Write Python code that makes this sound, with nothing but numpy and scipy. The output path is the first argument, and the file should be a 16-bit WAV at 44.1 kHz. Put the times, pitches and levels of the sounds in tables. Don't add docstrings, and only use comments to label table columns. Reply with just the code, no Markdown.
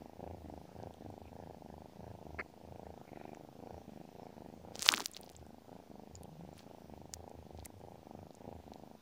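import sys
import numpy as np
from scipy import signal
from scipy.fft import rfft, irfft, next_fast_len
from scipy.io import wavfile
from scipy.ndimage import uniform_filter1d, map_coordinates

SR = 44100
rng = np.random.default_rng(int(sys.argv[2]) if len(sys.argv) > 2 else 0)


def transcribe(signal):
    frames = np.atleast_2d(signal).T
    limited = np.clip(frames, -1, 1)
    pcm = np.round(limited * 32767).astype(np.int16)
    wavfile.write(sys.argv[1], SR, pcm)


def magnitude_from_level(level_db):
    exponent = np.asarray(level_db, float) / 20
    return 10 ** exponent


N = 397341


def unit(x):
    return x / np.sqrt(np.mean(x ** 2) + 1e-20)


def curves(rows, t):
    s, *cols = np.transpose(rows)
    return [np.interp(t, s, c) for c in cols]


def filtered(x, response):
    m = next_fast_len(N + SR // 2)
    return irfft(rfft(x, m) * response(np.fft.rfftfreq(m, 1 / SR)), m)[:N]


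def colour(points):
    hz, db = np.transpose(points)
    return lambda f: magnitude_from_level(np.interp(np.log(f + 1), np.log(hz + 1), db, left=-120, right=-120))


def peak(f, hz, width_hz):
    return 1j * f * width_hz / (hz * hz - f * f + 1j * f * width_hz)


def lowpass(f, edge_hz, order):
    return 1 / (1 + (f / edge_hz) ** order)


def noise(response):
    return unit(filtered(rng.standard_normal(N), response))


def wobble(rate):
    return map_coordinates(rng.standard_normal(int(N * rate / SR) + 4), [np.arange(N) * rate / SR])


def swell(t, centre, half):
    return np.exp(-((t - centre) / half) ** 2)


def train(times, sizes):
    at = np.clip(np.round(times * SR).astype(int), 0, N - 1)
    return np.bincount(at, sizes, N)


def patchy(x, depth_db):
    z = signal.stft(x, nperseg=512)[2]
    field = uniform_filter1d(rng.standard_normal(z.shape), size=9, axis=0)
    field = uniform_filter1d(field, size=16, axis=1)
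    return signal.istft(z * magnitude_from_level(depth_db * unit(field)), nperseg=512)[1][:N]


def facing(t):
    return swell(t, 3.9, .8)


# (frequency [Hz], level [dB])
HISS_COLOUR = [(590, -45), (1000, -4), (1190, -11), (1510, -12), (5810, -16), (7970, -23), (13200, -25),
               (14800, -18), (15500, -20.5), (15700, -80)]
HISS_DB, RUSTLE_DB, STIR_DB = -71.5, 1.2, .8


def room():
    t = np.arange(N) / SR
    murk = noise(lambda f: peak(f, 200, 260) * (1 + 0.5 * peak(f, 850, 370)) * lowpass(f, 1000, 6))
    murk = magnitude_from_level(-70 + 2 * wobble(6)) * murk
    hiss_db = HISS_DB + .4 * wobble(3) + STIR_DB * facing(t)
    return murk + magnitude_from_level(hiss_db) * patchy(noise(colour(HISS_COLOUR)), RUSTLE_DB)


def bedding(x):
    t = np.arange(SR // 20) / SR
    pieces = np.pad(x, (0, -N % 8192)).reshape(-1, 8192)
    tails = rng.standard_normal((len(pieces), len(t))) * magnitude_from_level(-60 * t / .045) * np.clip(t / .005, 0, 1)
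    wet = signal.fftconvolve(pieces, tails / np.linalg.norm(tails[0]), axes=1)
    spill = np.pad(wet[:-1, 8192:], ((1, 0), (0, 8193 - len(t))))
    return (wet[:, :8192] + spill).ravel()[:N]


# (time [s], peak
# level [dB], ring [Hz])
CRACKS = [(4.7559, -29, 4930), (4.763, -37.5, 5900), (4.794, -24, 5100), (4.8076, -32.5, 6090),
          (4.8163, -30.5, 4350), (4.8224, -17.5, 7450), (4.828, -18.5, 5300), (4.843, -31, 6030),
          (4.848, -30, 6130), (4.855, -29.5, 6200), (4.863, -20, 4330), (4.8676, -21.5, 6170),
          (4.8783, -26.5, 9860), (4.883, -24, 5470), (4.8892, 0.5, 3780), (4.9032, -24.5, 5493),
          (4.921, -16, 6934), (4.927, -29.5, 4030), (4.9392, -11.5, 2280), (4.947, -20.5, 4140),
          (4.959, -31, 6100), (4.963, -27.5, 6760), (4.973, -23.5, 4050), (4.979, -26, 4720),
          (4.9994, -27.5, 5880), (5.0047, -23, 4600), (5.059, -16, 5667), (5.0615, -37.5, 9700),
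          (3.349, -43.5, 1494), (4.8606, -19, 5310), (4.909, -46, 7924), (5.045, -38, 9500),
               (4.785, -49, 9000), (4.832, -32, 8000), (4.8365, -34, 8980), (4.8445, -35, 8950),
               (4.925, -30, 8500), (4.968, -37, 3000), (4.989, -36, 10000), (5.049, -38, 6000),
               (5.04, -40, 2500), (4.8578, -22.5, 8020), (5.245, -52.5, 11520), (5.281, -51, 4100),
               (5.2545, -55, 9000), (5.318, -50, 9500), (5.333, -52.5, 6010), (5.396, -52, 3990),
               (5.4655, -51.5, 7960), (5.188, -53, 3200), (6.2346, -48, 4500), (6.587, -56, 9000),
               (6.598, -55.5, 6000), (6.621, -56, 6200), (8.333, -57, 6000), (8.339, -56, 5000),
               (7.6535, -41.5, 7500), (7.655, -44, 12000), (1.104, -57, 9300), (5.2123, -48, 13000),
               (5.293, -53, 10000), (6.568, -56, 4500), (6.631, -55, 5514), (7.576, -47.5, 4504),
               (7.594, -46, 4040), (7.646, -50.5, 6000), (7.6592, -50.5, 1990), (7.795, -57, 7490)]
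# (time [s], peak level [dB], ring [Hz])
KNOCKS = [(4.8643, -28, 1141), (4.9164, -29, 1165), (4.9277, -26.5, 1192), (4.98, -32, 1304),
          (5.005, -32, 910.3), (4.899, -42, 900), (4.998, -40, 880), (4.6, -49, 510), (4.907, -44.5, 303.7),
          (4.864, -42, 480), (4.794, -46, 200), (4.949, -40, 230), (4.997, -36, 1600), (4.899, -40, 1400),
          (4.448, -45.5, 187), (5.4, -52, 110), (5.009, -42.5, 350), (5.024, -44, 350)]
# (time [s], peak level [dB], ring [Hz], ring length [swings])
SETTLING = [(0.8305, -47, 5000, 1.6), (0.94, -53, 3400, 2.8), (.94, -56, 8000, 3), (3.3485, -49.5, 6560, 3),
            (5.0719, -43, 10600, 1.1), (5.083, -48, 5050, 1.25), (5.1154, -38.5, 10200, 2.6),
            (5.1363, -38.5, 7120, 3.7), (5.1477, -40.5, 3850, 3.9), (5.1668, -27.5, 4250, 1.44),
            (5.1736, -36, 4422, 0.74), (5.2123, -44.5, 9500, 4.4), (5.2329, -40.5, 4230, 1.6),
            (5.2631, -47, 5055, 2.4), (5.293, -41.5, 4030, 1), (5.2993, -39.5, 6350, 0.69),
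            (5.3522, -44.5, 3870, 1.24), (5.3654, -40, 7300, 3.7), (6.1543, -41, 7000, 9.8),
            (6.234, -42, 9765, 2.4), (6.5805, -47.5, 9800, 3.5), (6.579, -53, 2300, 1.2),
            (6.5929, -41, 3806, 1.3), (7.1382, -23, 6620, 1.96), (7.1385, -42.5, 1900, 1.5),
            (4.889, -47, 110, 0.88), (6.1545, -48.5, 5150, 6), (6.1545, -57, 4300, 6),
            (6.155, -60, 2600, 3.8), (7.661, -55, 2050, 7), (5.083, -52, 8000, 2), (5.1405, -48, 7000, 2),
            (5.0625, -40, 13000, 3), (6.163, -54, 7000, 9), (6.163, -59, 5200, 7), (6.249, -60, 3100, 5),
            (6.537, -60, 7250, 13.4), (8.3515, -53, 5800, 4), (8.308, -54, 4300, 2.5),
            (8.737, -56, 4200, 3), (7.66, -51.5, 2100, 2.6), (8.737, -55, 3480, 2.1),
            (7.142, -33, 5970, 0.53), (7.2954, -47, 6500, 0.98), (7.6007, -47, 3940, 2.5),
            (7.6504, -34.5, 4370, 0.44), (7.6579, -28, 9030, 1.7), (8.3512, -45, 7500, 1.5),
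            (8.7365, -41.5, 4370, 0.94)]


def contacts():
    u = np.arange(-400, 400) / SR
    ticks, edges = np.zeros(N + SR), np.zeros(N + SR)
    hits = [(s, db, hz, 0.44 + hz * 0.00014) for s, db, hz in CRACKS]
    hits += [(*knock, 2.0) for knock in KNOCKS] + SETTLING
    for (s, db, hz, swings), grit in zip(hits, rng.standard_normal((len(hits), len(u)))):
        ring = -1.2 * np.exp(-(u * hz / (.5 * swings)) ** 2) * np.sin(2 * np.pi * hz * u)
        blur = uniform_filter1d(grit[::-1], size=12) * np.cos(2 * np.pi * hz * u)
        halo = 0.21 * np.exp(-np.abs(u) / 0.0021) * blur
        edge = .3 * np.exp(-np.abs(u) / .0001) * grit
        rattle = 0.04 * np.exp(-np.abs(u) / 0.0012) * grit[::-1]
        sharpness = np.clip((db + 52) / 28, .25, 1) * (hz > 1500) * (.5 if s > GRIP[-1][0] else 1)
        first = round(s * SR) - 400
        ticks[first:][:len(u)] += magnitude_from_level(db) * (ring + halo)
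        edges[first:][:len(u)] += magnitude_from_level(db) * sharpness * (edge + rattle)
    return ticks[:N], edges[:N]


# (time [s], creak level [dB], low scrape level [dB])
GRIP = [(4.72, -76, -59), (4.76, -65, -62), (4.8, -60, -60), (4.82, -50, -55), (4.84, -50, -58),
        (4.865, -46, -49), (4.895, -52, -47), (4.93, -52.5, -40), (4.955, -54, -42), (4.975, -51, -50),
        (4.99, -56, -49), (5.01, -51, -51), (5.03, -58, -56), (5.055, -58, -70), (5.07, -63.5, -77),
        (5.1, -68.5, -77.5), (5.42, -81, -87)]
# (frequency [Hz], level [dB])
CASE_COLOUR = [(590, -30), (1000, -12), (1240, -9), (2190, -10.5), (4130, -9.5), (4540, -8), (7010, -11),
               (13400, -24), (15200, -25), (16500, -32.5)]
# (centre time [s], half length [s], level [dB])
BRUSHES = [
    (5.164, 0.012, -67),
    (6.588, 0.029, -65),
    (7.595, 0.034, -81),
    (7.657, 0.0049, -62),
]


def grip():
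    t = np.arange(N) / SR
    case = colour(CASE_COLOUR)
    creak_db, low_db = curves(GRIP, t)
    held = (t > GRIP[0][0]) & (t < GRIP[-1][0])
    slips = rng.random(N) < 900 / SR
    snaps = slips * rng.standard_normal(N) * magnitude_from_level(7 * np.minimum(rng.exponential(size=N), .8))
    spray = unit(snaps) + .8 * rng.standard_normal(N)
    spray = unit(filtered(spray, lambda f: case(f) * lowpass(f, 11000, 2)))
    scrape = magnitude_from_level(2.7 * wobble(70)) * patchy(noise(lambda f: peak(f, 330, 420) ** 2), 3)
    ticks, edges = contacts()
    shell = filtered(edges, lambda f: case(f) * (1 + 1.3 * swell(f, 11500, 3500)))
    close = held * (magnitude_from_level(creak_db + 3 * wobble(60)) * spray + magnitude_from_level(low_db - 4) * scrape)
    close += ticks + magnitude_from_level(10) * shell
    lone = ticks * (np.abs(t - 4.9) > .17)
    close += magnitude_from_level(-22) * filtered(bedding(lone), lambda f: lowpass(f, 8000, 4))
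    close += spray * sum(magnitude_from_level(db) * swell(t, s, half) for s, half, db in BRUSHES)
    return filtered(close, lambda f: 1 + 5 * peak(f, 15300, 1200))


# (start time [s], parting snap level [dB], shutting snap against it [dB], body rumble level [dB],
# effort peak [share of the breath])
BREATHS_IN = [(0.1342, -38, -2.5, -61, 0.26), (0.693, -39, -4, -56.5, 0.38),
              (1.256, -40, -1.5, -56.5, 0.71), (1.8975, -40, -4, -56.5, 0.51),
              (2.5015, -41, -7, -56.5, 0.54), (3.5283, -38.5, -4, -52.5, 0.48),
              (4.0903, -40.5, -2, -61, 0.65), (4.5771, -41, -5.5, -59, 0.21),
              (5.169, -44, -5.5, -62.5, -0.27), (5.6212, -43.5, -1.5, -58.5, 0.39),
              (6.1502, -44.5, 0, -57, 0.12), (6.568, -42.5, -4.5, -58, 0.45),
              (7.0954, -40.5, -7.5, -61, 0.55), (7.7415, -43, -1.5, -60, .4),
              (8.3456, -41, -0.5, -59.5, 0.41)]
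# (start time [s], parting snap level [dB], shutting snap against it [dB],
# body rumble level [dB], effort peak [share of the breath])
BREATHS_OUT = [(-0.174, -42, -6, -61, 0.32), (0.383, -42.5, -3, -58, 0.19),
               (0.9448, -42, -2.5, -55.5, 0.25), (1.5467, -43.5, -0.5, -60.5, 0.56),
               (2.1885, -44, -1, -61.5, -0.0062), (3.0532, -41.5, -2.5, -65.5, 0.098),
               (3.817, -44.5, -1.5, -59.5, 0.53), (4.3042, -43.5, -0.5, -57.5, 0.24),
               (4.829, -49.5, -6, -70, 0.29), (5.134, -44, -7, -69, -0.14), (5.3484, -46.5, -5, -62, 0.26),
               (5.8378, -45, -3.5, -59, 0.22), (6.329, -44.5, -3, -61, .4),
               (6.8202, -44.5, -5.5, -60, 0.25), (7.3892, -44, -7, -61.5, 0.12),
               (7.9935, -43, -7, -63, 0.17), (8.601, -44.5, -4.5, -63, 0.12)]
# (centre time [s], half length [s], lag [ms])
STUMBLES = [(.172, .03, -2), (.61, .06, -2), (.745, .04, -2.7), (1.04, .06, 1.2), (1.16, .05, -1),
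            (1.73, .12, -2.2), (1.97, .05, -1.6), (2.25, .04, 2.2), (2.42, .06, -2.2), (2.72, .1, 1),
            (2.98, .07, -2.2), (3.19, .1, 2.6), (3.44, .05, -1), (4.4, .04, -1), (5.22, .04, -1.8),
            (5.41, .055, 2.2), (5.68, .04, -1), (5.99, .09, 1), (6.22, .05, -2), (6.38, .05, 1.8),
            (6.73, .05, 1), (6.99, .07, -2.2), (7.16, .05, -1.8), (7.53, .07, 1.6), (7.82, .04, -1),
            (8.4, .04, -2.2), (8.7, .07, 2.2)]
END_S = 8.9903
PACE_IN = dict(cycle=.0362, drag=.0015, bow=.0008, rise_db=10, fall_db=8, tilt_db=-2.5)
PACE_OUT = dict(cycle=.039, drag=-.0018, bow=.0004, rise_db=5, fall_db=6.5, tilt_db=-1)


def cycles():
    breaths = sorted([(*b, False) for b in BREATHS_IN] + [(*b, True) for b in BREATHS_OUT])
    ends = [b[0] for b in breaths[1:]] + [END_S]
    rows = []
    for (start, part_db, shut_db, rumble_db, top, out), end in zip(breaths, ends):
        pace = PACE_OUT if out else PACE_IN
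        count = round((end - start) / pace["cycle"])
        u = np.arange(count) / count
        rising = pace["rise_db"] * (1 - u / top) ** 2
        falling = pace["fall_db"] * ((u - top) / (1 - top)) ** 2
        slack_db = np.where(u < top, rising, falling)
        s = start + u * (end - start) + pace["bow"] * np.sin(np.pi * u)
        s = s + pace["drag"] * np.sin(2 * np.pi * u ** .7)
        last_db = 2.5 * (u == u[-1])
        rows.append([s, out & (u > 0), part_db - slack_db - last_db,
                     shut_db + pace["tilt_db"] * (2 * u - 1), rumble_db - 0.4 * slack_db])
    s, *air = np.hstack(rows)
    s = s + sum(lag / 1000 * swell(s, at, half) for at, half, lag in STUMBLES)
    return np.vstack([s, np.roll(air, 1, axis=1)])


def turning(t):
    parts = cycles()[0]
    return 2 * np.pi * np.interp(t, np.append(parts, END_S), np.arange(len(parts) + 1))


# (centre time [s], half length [s], level [dB], pitch [Hz])
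WHISTLES = [(0.246, 0.093, -85, 1670), (0.475, .04, -75, 1870), (0.714, 0.04, -72, 1310),
            (0.82, .05, -72, 1606), (1.033, 0.02, -73, 1720), (1.275, 0.018, -66, 2480),
            (1.446, 0.1, -72.5, 1690), (1.71, 0.037, -73.5, 1680), (2.058, 0.066, -75, 1686),
            (2.867, 0.012, -67.5, 1790), (3.029, 0.072, -71.5, 1286), (3.08, 0.019, -69, 2167),
            (3.236, 0.12, -68.5, 2390), (3.22, 0.085, -70, 1850), (3.73, 0.047, -72, 1390),
            (3.75, 0.09, -78, 5600), (3.945, 0.02, -75, 1900), (4.234, 0.05, -77, 5300),
            (4.286, 0.045, -79, 2200), (4.467, 0.08, -79, 1796), (3.153, 0.02, -78, 3880),
            (3.2, .01, -79, 3950), (3.237, .012, -78, 3750), (5.45, .1, -77, 1500), (5.72, .12, -77, 1400),
            (4.67, .06, -75, 1300), (3.5, .1, -77, 1250), (6.7, .08, -77, 1300), (4.1, .1, -78, 2600),
            (3.135, .008, -70, 2210), (3.16, .01, -68, 2000), (3.2, .07, -73, 1417),
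            (2.414, .012, -68, 1900), (8.204, 0.16, -77.5, 1238)]


def whistles():
    t = np.arange(N) / SR
    turn = turning(t)
    puffs = 0.22 + 0.7 * np.exp(6 * (np.cos(turn) - 1)) + 0.6 * np.exp(4 * (np.cos(turn + 2.1) - 1))
    flutter = np.tanh(1.5 * noise(lambda f: lowpass(f, 170, 2)))
    air = np.zeros(N)
    for (s, half, db, hz), shift in zip(WHISTLES, rng.integers(N, size=len(WHISTLES))):
        near = slice(round((s - 2 * half) * SR), round((s + 2 * half) * SR))
        tone = np.sin(2 * np.pi * hz * t[near]) * np.roll(flutter, shift)[near]
        air[near] += magnitude_from_level(db) * swell(t[near], s, half) * tone
    return magnitude_from_level(11.0 + wobble(25)) * puffs * air


# (start time [s], length [s], level [dB])
SNIFF = (2.3865, 0.028, -38.5)
# (frequency [Hz], level [dB])
SNIFF_COLOUR = [(120, -38), (200, -12), (620, -6), (900, -22), (1070, -9), (1500, -6), (1800, -2),
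                (2320, 1), (2750, -20), (3150, -34), (3750, -40), (4400, -21), (4850, -26), (5200, -42),
                (9000, -46), (11700, -79), (19800, -120)]


def sniff():
    t = np.arange(N) / SR
    start, length, db = SNIFF
    gate = np.clip(np.minimum(t - start, start + length - t) / 0.0027, 0, 1)
    gate = gate * (0.64 + 0.56 * swell(t, start + 0.41 * length, 0.0073))
    return magnitude_from_level(2.4 * wobble(160) + db) * gate * noise(colour(SNIFF_COLOUR))


# (centre time [s], half length [s], level [dB])
HUMS = [(0.0, 0.026, -58.5), (0.33, 0.13, -56), (0.553, 0.071, -62), (0.833, 0.074, -56.5),
        (1.09, 0.056, -56.5), (1.257, 0.074, -60), (1.47, 0.1, -63), (1.76, 0.066, -61),
        (2.095, 0.078, -55.5), (2.34, 0.077, -60), (2.725, 0.088, -62), (2.888, 0.046, -56.5),
        (3.213, 0.13, -82), (3.762, 0.043, -59), (4.68, 0.22, -67), (5.419, 0.08, -64.5),
        (6.18, 0.061, -55.5), (6.47, 0.04, -64), (6.56, 0.027, -62.5), (7, 0.1, -61), (7.174, 0.067, -58.5),
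        (7.395, 0.047, -52.5), (7.593, 0.05, -52), (7.9, 0.097, -63.5), (8.217, 0.048, -60.5),
        (8.595, 0.12, -59.5)]
# (centre time [s], half length [s], level [dB], pitch [Hz])
GROANS = [
    (3, 0.038, -59, 130),
    (6.35, 0.047, -49, 158),
    (6.43, 0.04, -50.5, 175),
    (5.2, 0.036, -63, 190),
    (6.9, 0.057, -58, 210),
    (6.485, .02, -55.5, 145),
    (3.2, 0.085, -62.5, 300),
    (3.48, 0.065, -59, 140),
    (7.76, 0.037, -56, 100),
]
HUM_REST_DB = -77


def chest():
    t = np.arange(N) / SR
    phase = turning(t)
    pressed = magnitude_from_level(HUM_REST_DB) + sum(magnitude_from_level(db) * swell(t, s, half) for s, half, db in HUMS)
    centre_hz = 226 - 4 * (20 * np.log10(pressed) - HUM_REST_DB)
    rumble_db = np.interp(t, *cycles()[[0, -1]])

    def overtone(order):
        return np.sqrt(2) * np.sin(order * phase + 1.5 * wobble(12))

    def favour(order):
        return np.exp(-((order * 26.5 - centre_hz) / 60) ** 2)

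    hum = overtone(order=3) + .35 * overtone(order=4)
    hum += .8 * noise(lambda f: peak(f, 80, 25) ** 2 + .25 * peak(f, 55, 40))
    rumble = sum(favour(order=k) * magnitude_from_level(2 * wobble(8)) * overtone(order=k) for k in range(4, 13))
    rumble += 1.2 * noise(lambda f: peak(f, 210, 220) ** 2)
    beat = 1 + .45 * np.cos(phase + 1.2)
    groan = np.zeros(N)
    groan_db = 3.0 * wobble(30)
    for s, half, db, hz in GROANS:
        groan += magnitude_from_level(db + groan_db) * swell(t, s, half) * np.sin(2 * np.pi * hz * t + 0.87 * wobble(25))
    return groan + magnitude_from_level(2.0) * pressed * hum + magnitude_from_level(rumble_db - 9.5 + 1.3 * wobble(11)) * beat * rumble


def muffle(f, edge_hz):
    b, a = signal.cheby1(7, .5, edge_hz, analog=True)
    response = signal.freqs(b, a, f)[1]
    return np.abs(response) * np.exp(.35j * np.unwrap(np.angle(response)))


def travel(f, late_s):
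    return np.exp(-2j * np.pi * f * late_s)


# (frequency [Hz], width [Hz], level [dB])
NOSTRILS = [(1080, 87, 3), (1550, 730, 1), (2300, 500, 1)]


def larynx():
    rows = cycles()
    parts, out, part_db, shut_db, _ = rows[:, rows[0] > 0]
    period = np.gradient(parts)
    sign = np.where(out, 1., -1.)
    luck = rng.standard_normal((len(parts), 6))
    shuts = parts - (.0118 + .62 * (period - .0375)) + .0003 * luck[:, 0]
    part = sign * magnitude_from_level(part_db + np.where(out, 0.1, -0.1) + 1.3 * luck[:, 1])
    shut = sign * magnitude_from_level(part_db + shut_db + 1.5 * luck[:, 2])

    lead = np.where(out, .9, .55) + .15 * luck[:, 3]
    crisp = train(parts, part) - train(parts - .0008 - .0001 * luck[:, 2], lead * part)
    sharp = np.where(out, .55, .95) * shut
    crisp += .8 * train(shuts, sharp)
    crisp -= train(shuts - .0008, (.3 + .15 * luck[:, 4]) * sharp)

    shut = np.where(out, 1.9, 1.05) * shut * magnitude_from_level(luck[:, 3])
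    thud_lead = np.where(out, .45, .8) + .2 * luck[:, 5]
    thud = train(shuts, shut) - train(shuts - np.where(out, .0022, .003), thud_lead * shut)
    blunt = train(parts + .0004, np.where(out, .9, .2) * part * magnitude_from_level(luck[:, 0]))
    bright = train(parts, part * magnitude_from_level(3 * luck[:, 5])) + train(shuts, .35 * shut * magnitude_from_level(3 * luck[:, 4]))
    bright = magnitude_from_level(4 * facing(np.arange(N) / SR)) * bright

    def nose(f):
        return muffle(f, 965) * (1 + 0.3 * peak(f, 780, 200)) * lowpass(f, 940, 6) * travel(f, -.0001)

    def throat(f):
        return peak(f, 230, 180) * muffle(f, 620) * travel(f, -.0001)

    def flesh(f):
        return np.abs(peak(f, 150, 450)) * lowpass(f, 480, 4) * travel(f, .0004)

    def leak(f):
        return magnitude_from_level(-26) * sum(magnitude_from_level(db) * peak(f, hz, width) ** 2 for hz, width, db in NOSTRILS)

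    snaps = filtered(crisp, nose) + filtered(blunt, throat)
    return magnitude_from_level(31.0) * (snaps + filtered(thud, flesh) + filtered(bright, leak))


def scene():
    purr = larynx()
    body = purr + magnitude_from_level(-12.5) * bedding(purr) + chest()
    return (body + whistles() + sniff() + grip() + room())[None]


def top_cut(x):
    return signal.sosfilt(signal.butter(12, 16820, fs=SR, output="sos"), x)


def record(dry):
    def microphone(f):
        return (1j * f / (1j * f + 44)) ** 2 * (f < 16650) * np.where(f < 15800, 1, .3)

    heard = filtered(np.clip(dry[0], -.99, .99), microphone)
    return top_cut(np.clip(heard[None] - .0003, -1, 1))


dry = scene()
out = record(dry)
transcribe(out)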